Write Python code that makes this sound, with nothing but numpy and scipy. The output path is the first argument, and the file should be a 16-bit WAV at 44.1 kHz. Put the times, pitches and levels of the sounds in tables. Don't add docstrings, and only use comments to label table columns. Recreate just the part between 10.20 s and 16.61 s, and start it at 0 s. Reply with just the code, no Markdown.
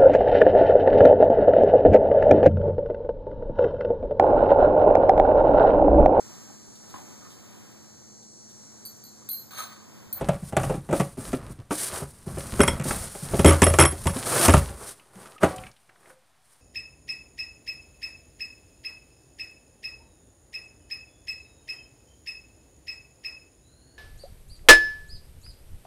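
import sys
import numpy as np
from scipy import signal
from scipy.fft import rfft, irfft
from scipy.io import wavfile

SR = 44100
rng = np.random.default_rng(int(sys.argv[2]) if len(sys.argv) > 2 else 0)


def pcm_store(signal):
    levels = np.round(np.clip(np.atleast_2d(signal), -1, 1) * 32767)
    wavfile.write(sys.argv[1], SR, levels.astype(np.int16).T)


N = 282681

# start, turning point and end in seconds (an end before the start
# leaves only a fading trace), swell in dB (negative for a dip), then relative levels in dB of the hiss,
# the drag on the walls and the rumble through the bench.
STROKES = [(0, .09, 0.16, -3, -55.5, -44, -32), (0.195, 0.29, 0.32, 9.5, -47.5, -51.5, -43),
           (0.378, 0.42, 0.585, 8, -43, -36.5, -25), (0.707, 0.761, 0.94, 22.5, -35.5, -37, -30.5),
           (0.978, 1.07, 1.18, 6, -43, -41.5, -31.5), (1.18, 1.253, 1.324, 0.5, -60, -46.5, -34),
           (1.294, 1.326, 1.33, 8, -48.5, -54, -47), (1.39, 1.404, 1.41, 0, -66, -49.5, -36),
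           (1.519, 1.616, 1.694, 7, -29, -40.5, -54), (1.683, 1.77, 1.835, 7, -37, -34, -48),
           (1.82, 1.864, 1.91, -2, -53, -59, -52), (2.064, 2.084, 2.17, 2, -47.5, -43.5, -33),
           (2.185, 2.22, 2.32, 0.5, -42.5, -42.5, -35), (2.325, 2.42, 2.49, 1, -42, -38.5, -28),
           (2.463, 2.49, 2.58, 5.5, -42.5, -34, -22.5), (2.643, 2.68, 2.883, 8, -31.5, -33.5, -25.5),
           (2.868, 3.06, 3.18, 4, -41, -47, -43), (3.05, 3.18, 3.36, 8.5, -36.5, -34.5, -25.5),
           (3.254, 3.298, 3.4, 11, -31, -24, -28.5), (3.38, 3.434, 3.77, 11.5, -35, -46, -26),
           (3.61, 3.65, 3.6, 10.5, -24, -50, -33.5), (3.78, 3.84, 3.96, 4, -40, -44, -30),
           (3.937, 3.97, 4.05, 1, -38, -35, -38), (4.062, 4.26, 4.285, 9, -21, -19.5, -48),
           (4.29, 4.31, 4.39, 3.5, -30.5, -27, -32), (4.403, 4.412, 4.563, 10.5, -40.5, -37, -36),
           (4.566, 4.623, 4.714, 5.5, -45, -41, -50), (4.63, 4.698, 4.72, 4, -39, -51, -54),
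           (4.73, 4.76, 4.8, 8, -57, -76, -61), (4.933, 5.018, 5.16, 8.5, -53, -45.5, -66),
           (5.211, 5.229, 5.35, 10.5, -41, -28.5, -50), (5.34, 5.37, 5.495, 7, -52.5, -46, -41.5),
           (5.5, 5.522, 5.1, 8, -66.5, -64, -68), (5.68, 5.711, 5.78, 7, -74, -61, -81),
           (5.78, 5.906, 5.94, 9, -59, -52, -77), (6.2, 6.309, 6.6, 15, -61.5, -67, -76)]
RISE_DB_PER_S, FALL_DB_PER_S = 1503, 501
# time in seconds, relative hiss, drag and rumble in dB.
GRIP = [(0, -57, -51, -45), (1.3, -62.5, -63, -43), (1.5, -73, -64, -54), (1.95, -56, -59, -47.5),
        (2.6, -62, -49, -45), (4.0, -42, -47, -44), (4.5, -53, -52.5, -52), (4.9, -65, -59.5, -72),
        (5.5, -68, -72, -66), (6.1, -75, -76, -98), (6.41, -75.5, -81, -78)]
# frequency in Hz, relative level in dB per Hz.
HISS = [(900, -34.5), (1500, -12), (2600, -18.5), (4550, -13), (7300, -11.5), (9200, -2.5), (11000, -10),
        (13000, -17.5), (16000, -21)]
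# frequency in Hz, relative level in dB per Hz.
DRAG = [(60, -32), (110, -1), (256, -8.5), (400, -1.5), (760, -6.5), (1200, -5.5), (2200, -17.5),
        (4000, -31.5), (6000, -41)]
CRACKLES_PER_S, CRACKLE_DB = 350, 2.5
# frequency in Hz, relative level in dB.
AIR_SPECTRUM = [(26, -35.5), (45, -5), (133, 0), (442, -17), (723, -1), (838, -4.5), (3750, -13),
                (9090, -19), (16000, -27)]
AIR_DB = -67
GARAGE_T60_S, GARAGE_DB = 0.23, -16

# time in seconds, relative level of the low wall modes in dB, their lean in
# dB per octave, relative hard edge, bench boom and hollow in dB, span of the rebounds in ms.
KNOCKS = [(0.011, -15, -2, -34.5, -49, -29.5, 0), (0.087, -10.5, 1, -23.5, -29, -15, 0),
          (0.226, -39, -3, -51.5, -42, -28.5, 0), (0.325, -19.5, 4, -38.5, -32, -29, 2),
          (0.367, -8, 8, -17, -26, -19, 0), (0.398, -20, -2, -33, -36, -23, 0),
          (0.433, -17.5, 6, -28.5, -46, -30, 4), (0.497, -12.5, -3, -32.5, -46, -23.5, 0),
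          (0.541, -22.5, -2, -38, -42, -27, 0), (0.57, -39, -12, -57, -36, -29.5, 0),
          (0.69, -18.5, -1, -40, -51, -24, 0), (0.71, -20, 3, -34.5, -43, -21.5, -3),
          (0.728, -7, 3.5, -26, -48, -24, 0), (0.798, -12, 1, -22.5, -33.5, -13, 14),
          (0.972, -28.5, -18, -54, -46, -31.5, 1), (1.031, -24.5, 7, -35.5, -53, -45, -7),
          (1.131, -17, -10.5, -29, -49, -27, 0), (1.299, -37, -10.5, -52, -59, -33.5, 0),
          (1.508, -10, -5.5, -27, -54, -37, 0), (1.726, -29, -3, -38, -37, -38, 0),
          (1.817, -27, -12.5, -45, -38, -29.5, 14), (2.068, -30, -7, -65, -54, -28, 0),
          (2.172, -19.5, -5.5, -36.5, -32, -27.5, 0), (2.394, -7.5, -8, -26, -38, -19.5, 0),
          (2.404, -10.5, -0.5, -12.5, -16.5, -18.5, 0), (2.433, -15.5, -2, -18.5, -25, -20, 0),
          (2.478, -15, 4, -15, -22.5, -35, 0), (2.597, -23.5, -2, -30.5, -51, -22, 25),
          (2.654, -21.5, -11, -37, -42, -27.5, 0), (2.708, -17, 7, -24, -44, -53, 0),
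          (2.95, -31, 6, -39.5, -54.5, -46, 0), (3.024, -33.5, -4, -52.5, -54.5, -27.5, -5),
          (3.135, -15.5, -3, -38, -26, -22.5, 0), (3.193, -10, -3.5, -20.5, -16, -18.5, 4),
          (3.246, 1, -8, -11, -10, -9.5, 84), (3.419, -3, -1, -8, -15, -15.5, 14),
          (3.466, -8.5, 1.5, -15.5, -15, -23.5, 0), (3.502, -20, 0.5, -29, -15, -25.5, 0),
          (3.538, -15, 4, -19.5, -21.5, -33.5, 0), (3.587, 0.5, 1.5, -7, -14.5, -14.5, 67),
          (3.723, -24.5, 0, -40.5, -34, -45.5, 0), (3.857, -14.5, 1.5, -29.5, -18, -19.5, 0),
          (3.87, -33, 0, -16.5, -29, -30.5, 0), (3.895, -28, -5, -32.5, -34, -22.5, 5),
          (3.962, -19.5, -4, -33, -38.5, -33, 0), (4.282, -0.5, -0.5, -11, -11, -32.5, 9),
          (4.338, -5, -2.5, -12.5, -7, -10, 2), (4.368, -31, 3, -26.5, -9, -17.5, 5),
          (4.497, -32.5, -1.5, -62, -31, -44, 0), (4.955, -61, -1, -48, -62, -49, 0),
          (5.057, -52.5, 10, -43, -70, -62, 0), (5.232, -4.5, 4, -21, -30, -17.5, 14)]
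REBOUND_S, REBOUND_SPREAD = 0.0125, 0.12
REBOUND_LOSS_DB, FIRST_LOSS_DB, BOOM_LOSS_DB = 2.5, 5.5, 2
CONTACT_MS, SOFT_DB_PER_DOUBLING = 2, 9.5
CRACK_DB = -0.5
# frequency in Hz, relative level in dB, t60 in seconds.
WALLS = [(261.9, -8.5, 0.13), (302, -8, 0.11), (395, 2, 0.046), (437.3, -8.5, 0.071), (519.5, -10, 0.11),
         (558.3, -10, 0.21), (613, 2, 0.035), (743, -12, 0.1), (794, -9, 0.056), (921, -5, .05),
         (1045, -11, 0.065), (1130, -8, 0.077), (1282, 6, 0.015), (1276, -12, 0.06), (1446, -14.5, 0.032),
         (1764, -12.5, 0.055), (1917, -13.5, 0.055), (2220, -26, 0.11), (2370, -15.5, 0.028),
         (3000, -19, 0.019)]
# frequency in Hz, relative level in dB, t60 when struck in seconds.
BOOM = [(61.5, -14.5, 0.38), (80.6, -0.5, 0.18)]
# frequency in Hz, relative level in dB, t60 when struck in seconds.
HOLLOW = [(139.4, -3, 0.2), (174.5, 0.5, 0.12)]

# time in seconds, relative level in dB,
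# lower modes against the top ones in dB.
FITTING = [(2.412, -8.5, 2.5), (2.434, -17, -2), (2.482, -18.5, 11), (3.194, -21, -1.5), (3.258, -6, 2),
           (3.279, -3.5, -4.5), (3.293, -16, -0.5), (3.328, -20.5, -0.5), (3.423, -18.5, 1.5),
           (3.437, -4.5, -5), (3.468, -8, 0.5), (3.500, -21.5, -5.5), (3.541, -25.5, 2.5),
           (3.595, -3.5, 1.5), (3.604, -6.5, 0.5), (3.620, -7.5, -1.5), (3.635, -16, -4), (3.655, -5.5, -1),
           (3.720, -33, 1.5), (3.875, -22, 5.5), (4.302, -13, 1.5), (4.337, -22, -5)]
# frequency in Hz, relative level in dB, t60 in seconds.
METAL = [(2115, -1.5, 0.018), (3255, -5.5, 0.028), (5425, -18, 0.11), (8160, -7.5, 0.048),
         (9520, -20, 0.066), (10650, -15, 0.28), (10630, -8.5, 0.17), (10830, -17, 0.18),
         (15230, -31.5, .07)]
DAMPING_DB_PER_S = 400

# time in seconds, relative level in dB, pitch in Hz.
TICKS = [(4.7965, -34.5, 2610), (5.181, -31, 2590), (5.2253, -15, 1500), (5.2342, -2, 1460),
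         (5.3609, -20, 8350), (5.382, -24.5, 2830), (5.4368, -24.5, 2140), (5.4664, -25.5, 2300),
         (5.5143, -35.5, 5560), (5.564, -40, 3330), (5.6928, -34, 1895), (5.757, -40.5, 1581),
         (5.8296, -41, 1580), (5.857, -38.5, 1950), (5.9, -33, 1640)]
# start in seconds, relative level in dB, pitch in Hz, free t60 in seconds,
# seconds until the hand damps it.
NOTES = [(4.955, -37.5, 188.8, 0.17, .1), (5.16, -39, 1255, 0.06, 0.054), (5.29, -36, 745, 0.63, 0.16),
         (5.28, -40, 525, .6, 0.17), (5.70, -58, 765, 0.15, .08), (5.899, -52, 520, 0.47, 0.12)]

BASS_CUT_HZ, CUTOFF_HZ = 28, 16400
OVERLOAD, OFFSET = 0.8, -0.0005


def from_db(db):
    return 10 ** (np.asarray(db) / 20)


def rms_one(x):
    return x / np.sqrt(np.mean(x ** 2) + 1e-20)


def in_time(rows):
    s, *columns = np.transpose(rows)
    return [np.interp(np.arange(N) / SR, s, column) for column in columns]


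def filtered(x, order, band_hz, kind="low"):
    return signal.sosfilt(signal.butter(order, band_hz, kind, fs=SR, output="sos"), x)


def coloured(x, spectrum):
    hz, db = np.transpose(spectrum)
    bins = np.maximum(np.fft.rfftfreq(N, 1 / SR), 1)
    gains = from_db(np.interp(np.log(bins), np.log(hz), db))
    return rms_one(irfft(rfft(x) * gains, N))


def drift(rate_hz):
    r = np.exp(-2 * np.pi * rate_hz / SR)
    noise = rng.standard_normal(N + SR)
    settled = signal.lfilter([1], [1, -2 * r, r * r], noise)[SR:]
    return rms_one(settled)


def ring(force, hz, t60):
    r = from_db(-60 / (t60 * SR))
    w = 2 * np.pi * hz / SR
    return signal.lfilter([0, np.sin(w)], [1, -2 * r * np.cos(w), r * r], force + 1e-18)


def grains(per_s, spread_db):
    sizes = from_db(spread_db * np.minimum(rng.exponential(1, N), 4))
    signed = sizes * rng.choice([-1, 1], N)
    return signed * (rng.random(N) < per_s / SR)


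def contacts(times, gains, lengths_ms, chatter):
    length = len(chatter[0])
    force, after = np.zeros(N + length), np.arange(length) / SR
    for s, gain, ms, noise in zip(times, gains, lengths_ms, chatter):
        burst = noise * np.exp(-after * 1000 / max(ms, 0.2))
        burst = burst * (1 - np.exp(-after / 0.0008))
        burst = burst / np.sqrt(np.sum(burst ** 2) + 1e-20)
        push = 1.59 * burst + 0.53 * (after == 0)
        at = round(s * SR)
        force[at:at + length] += gain * push
    return force[:N]


def struck(modes, times, levels_db, lengths_ms, spread_db, colour_db=lambda hz: 0, rough=True):
    chatter = rough * rng.standard_normal((len(times), 2048))
    luck_db = spread_db * rng.standard_normal((len(times), len(modes)))
    out = np.zeros(N)
    for k, (hz, db, t60) in enumerate(modes):
        gains = from_db(levels_db + db + luck_db[:, k] + colour_db(hz))
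        force = contacts(times, gains, lengths_ms, chatter)
        out += (-1) ** k * ring(force, hz, t60)
    return out


def strokes():
    t, levels_db = np.arange(N) / SR, np.array(in_time(GRIP))
    for start, turn, end, swell_db, *turn_levels_db in STROKES:
        turn = np.clip(turn, start, end)
        shape_db = np.interp(t, [start, turn, end], [-swell_db, 0, -swell_db])
        shape_db = shape_db - RISE_DB_PER_S * np.maximum(start - t, 0)
        shape_db = shape_db - FALL_DB_PER_S * np.maximum(t - end, 0)
        levels_db = np.maximum(levels_db, shape_db + np.array(turn_levels_db)[:, None])
    return levels_db


def handling():
    hiss_db, drag_db, rumble_db = strokes()
    grip_db = drift(25)
    hiss = coloured(grains(9000, spread_db=2), HISS)
    hiss = hiss * from_db(hiss_db + grip_db + 1.4 * drift(52))

    slips = grains(860, spread_db=4.5) * from_db(drag_db + grip_db + 1.1 * drift(40))
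    walls = sum((-1) ** k * from_db(db) * ring(slips, hz, t60) for k, (hz, db, t60) in enumerate(WALLS))
    broad = coloured(grains(2000, spread_db=1.5), DRAG)
    broad = broad * from_db(drag_db - 4 + grip_db + 0.95 * drift(50))

    pushes = rng.standard_normal(N) * from_db(rumble_db + 2 * drift(15))
    bench = sum(from_db(db) * ring(pushes, hz, 0.16 * t60) for hz, db, t60 in BOOM + HOLLOW)

    snaps = grains(CRACKLES_PER_S, spread_db=5.5) * from_db(drag_db + CRACKLE_DB + 4 * drift(30))
    crackle = filtered(snaps, 2, [400, 5000], "band")
    return hiss + crackle + from_db(-30.5) * walls + broad + from_db(-30) * bench


def background():
    return from_db(AIR_DB) * coloured(rng.standard_normal(N), AIR_SPECTRUM)


def garage(x):
    after = np.arange(SR // 2) / SR
    tail = rng.standard_normal(len(after)) * from_db(-60 * after / GARAGE_T60_S)
    tail = tail * (after > 0.006)
    tail = signal.lfilter(*signal.butter(1, 3500, fs=SR), tail)
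    tail = tail / np.sqrt(np.sum(tail ** 2))
    return from_db(GARAGE_DB) * signal.fftconvolve(x, tail)[:N]


def blows():
    rows, luck = [], rng.standard_normal((len(KNOCKS), 8))
    for (s, low_db, lean_db, edge_db, boom_db, hollow_db, span_ms), uneven in zip(KNOCKS, luck):
        rebounds = min(round(span_ms / 1000 / REBOUND_S), 7)
        for k in range(rebounds + 1):
            loss_db = REBOUND_LOSS_DB * k + FIRST_LOSS_DB * (k > 0)
            at = s + REBOUND_S * (k + REBOUND_SPREAD * uneven[k] * (k > 0))
            rows.append((at, low_db - loss_db, lean_db, edge_db - loss_db / 2,
                         boom_db - BOOM_LOSS_DB * k, hollow_db - loss_db))
    s, low_db, lean_db, edge_db, boom_db, hollow_db = np.transpose(rows)
    contact_ms = CONTACT_MS * 2 ** ((low_db - edge_db) / SOFT_DB_PER_DOUBLING)
    return s, low_db, lean_db, edge_db, boom_db, hollow_db, np.clip(contact_ms, 1.5, 15)


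def knocks():
    s, low_db, lean_db, edge_db, boom_db, hollow_db, ms = blows()

    def wall_colour_db(hz):
        return low_db + lean_db * np.log2(hz / 450) if hz < 870 else edge_db + 7.0

    walls = struck(WALLS, s, -11.5, ms, 2.0, wall_colour_db)
    boom = struck(BOOM, s, boom_db + 7, ms, 0.94, rough=False)
    hollow = struck(HOLLOW, s, hollow_db + 7, ms, 0.58, rough=False)
    lows = filtered(boom + hollow, 2, 300)

    chatter, scuffs = rng.standard_normal((len(s), 2048)), np.zeros(N)
    # level in dB, band in Hz, stretch of the contact
    for level_db, band_hz, stretch in [(low_db + 22, [250, 900], 2.5),
                                       (edge_db + 23.5, [900, 3200], 2.2),
                                       (edge_db + CRACK_DB + 16.5, [3000, 11000], 1.2)]:
        push = contacts(s, from_db(level_db), stretch * ms, chatter)
        scuffs += filtered(push, 2, band_hz, "band")
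    scuffs = filtered(scuffs, 2, 11500)
    port = ring(scuffs, 9200, 0.0015) * from_db(-20)
    return walls + lows + scuffs + port


def fitting():
    s, db, lower_db = np.transpose(FITTING)
    hz, mode_db, t60 = np.transpose(METAL)
    out, after = np.zeros(N + SR // 2), np.arange(SR // 2)[:, None] / SR
    luck = rng.standard_normal((len(s), 2, len(hz)))
    rise = 1 - np.exp(-after / 0.001)
    for k, free_s in enumerate(np.diff(s, append=N / SR)):
        start_db = db[k] - 3 + mode_db + lower_db[k] * (hz < 10000) + 2.0 * luck[k, 0]
        fall_db = 60 * after / t60 + DAMPING_DB_PER_S * np.maximum(after - free_s, 0)
        shifted_hz = hz * (1 + 0.0015 * luck[k, 1])
        modes = rise * from_db(start_db - fall_db) * np.sin(2 * np.pi * shifted_hz * after)
        at = round(s[k] * SR)
        out[at:at + len(after)] += np.sum(modes, axis=1)
    return out[:N] * from_db(2.3 * drift(58))


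def ticks():
    out = np.zeros(N)
    crackle = rng.standard_normal((len(TICKS), 1, 2048))
    for (s, db, hz), noise in zip(TICKS, crackle):
        push = contacts([s], [from_db(db - 5)], [5.0], noise)
        out += ring(push, hz, 7.2 / hz)
    return out


def hollow_notes():
    out, swell = np.zeros(N), np.hanning(round(0.0072 * SR))
    waver = drift(22.9)
    for s, db, hz, t60, free_s in NOTES:
        at = round(s * SR)
        after = np.arange(min(SR // 2, N - at)) / SR
        fall_db = 60 * after / t60 + DAMPING_DB_PER_S * np.maximum(after - free_s, 0)
        shape = np.convolve(from_db(-fall_db), swell / swell.sum())[:len(after)]
        level = from_db(db + 2.24 * waver[:len(after)])
        out[at:at + len(after)] += level * shape * np.sin(2 * np.pi * hz * after)
    return out


def scene():
    can = handling() + knocks() + fitting() + ticks() + hollow_notes()
    heard = can + garage(can) + background()
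    return np.array([heard, heard])


def record(dry):
    dry = filtered(dry, 2, BASS_CUT_HZ, "high")
    clipped = dry / (1 + np.abs(dry / OVERLOAD) ** 8) ** (1 / 8)
    top_cut = signal.cheby2(14, 70, CUTOFF_HZ, fs=SR, output="sos")
    return signal.sosfilt(top_cut, clipped) + OFFSET


dry = scene()
out = record(dry)
pcm_store(out)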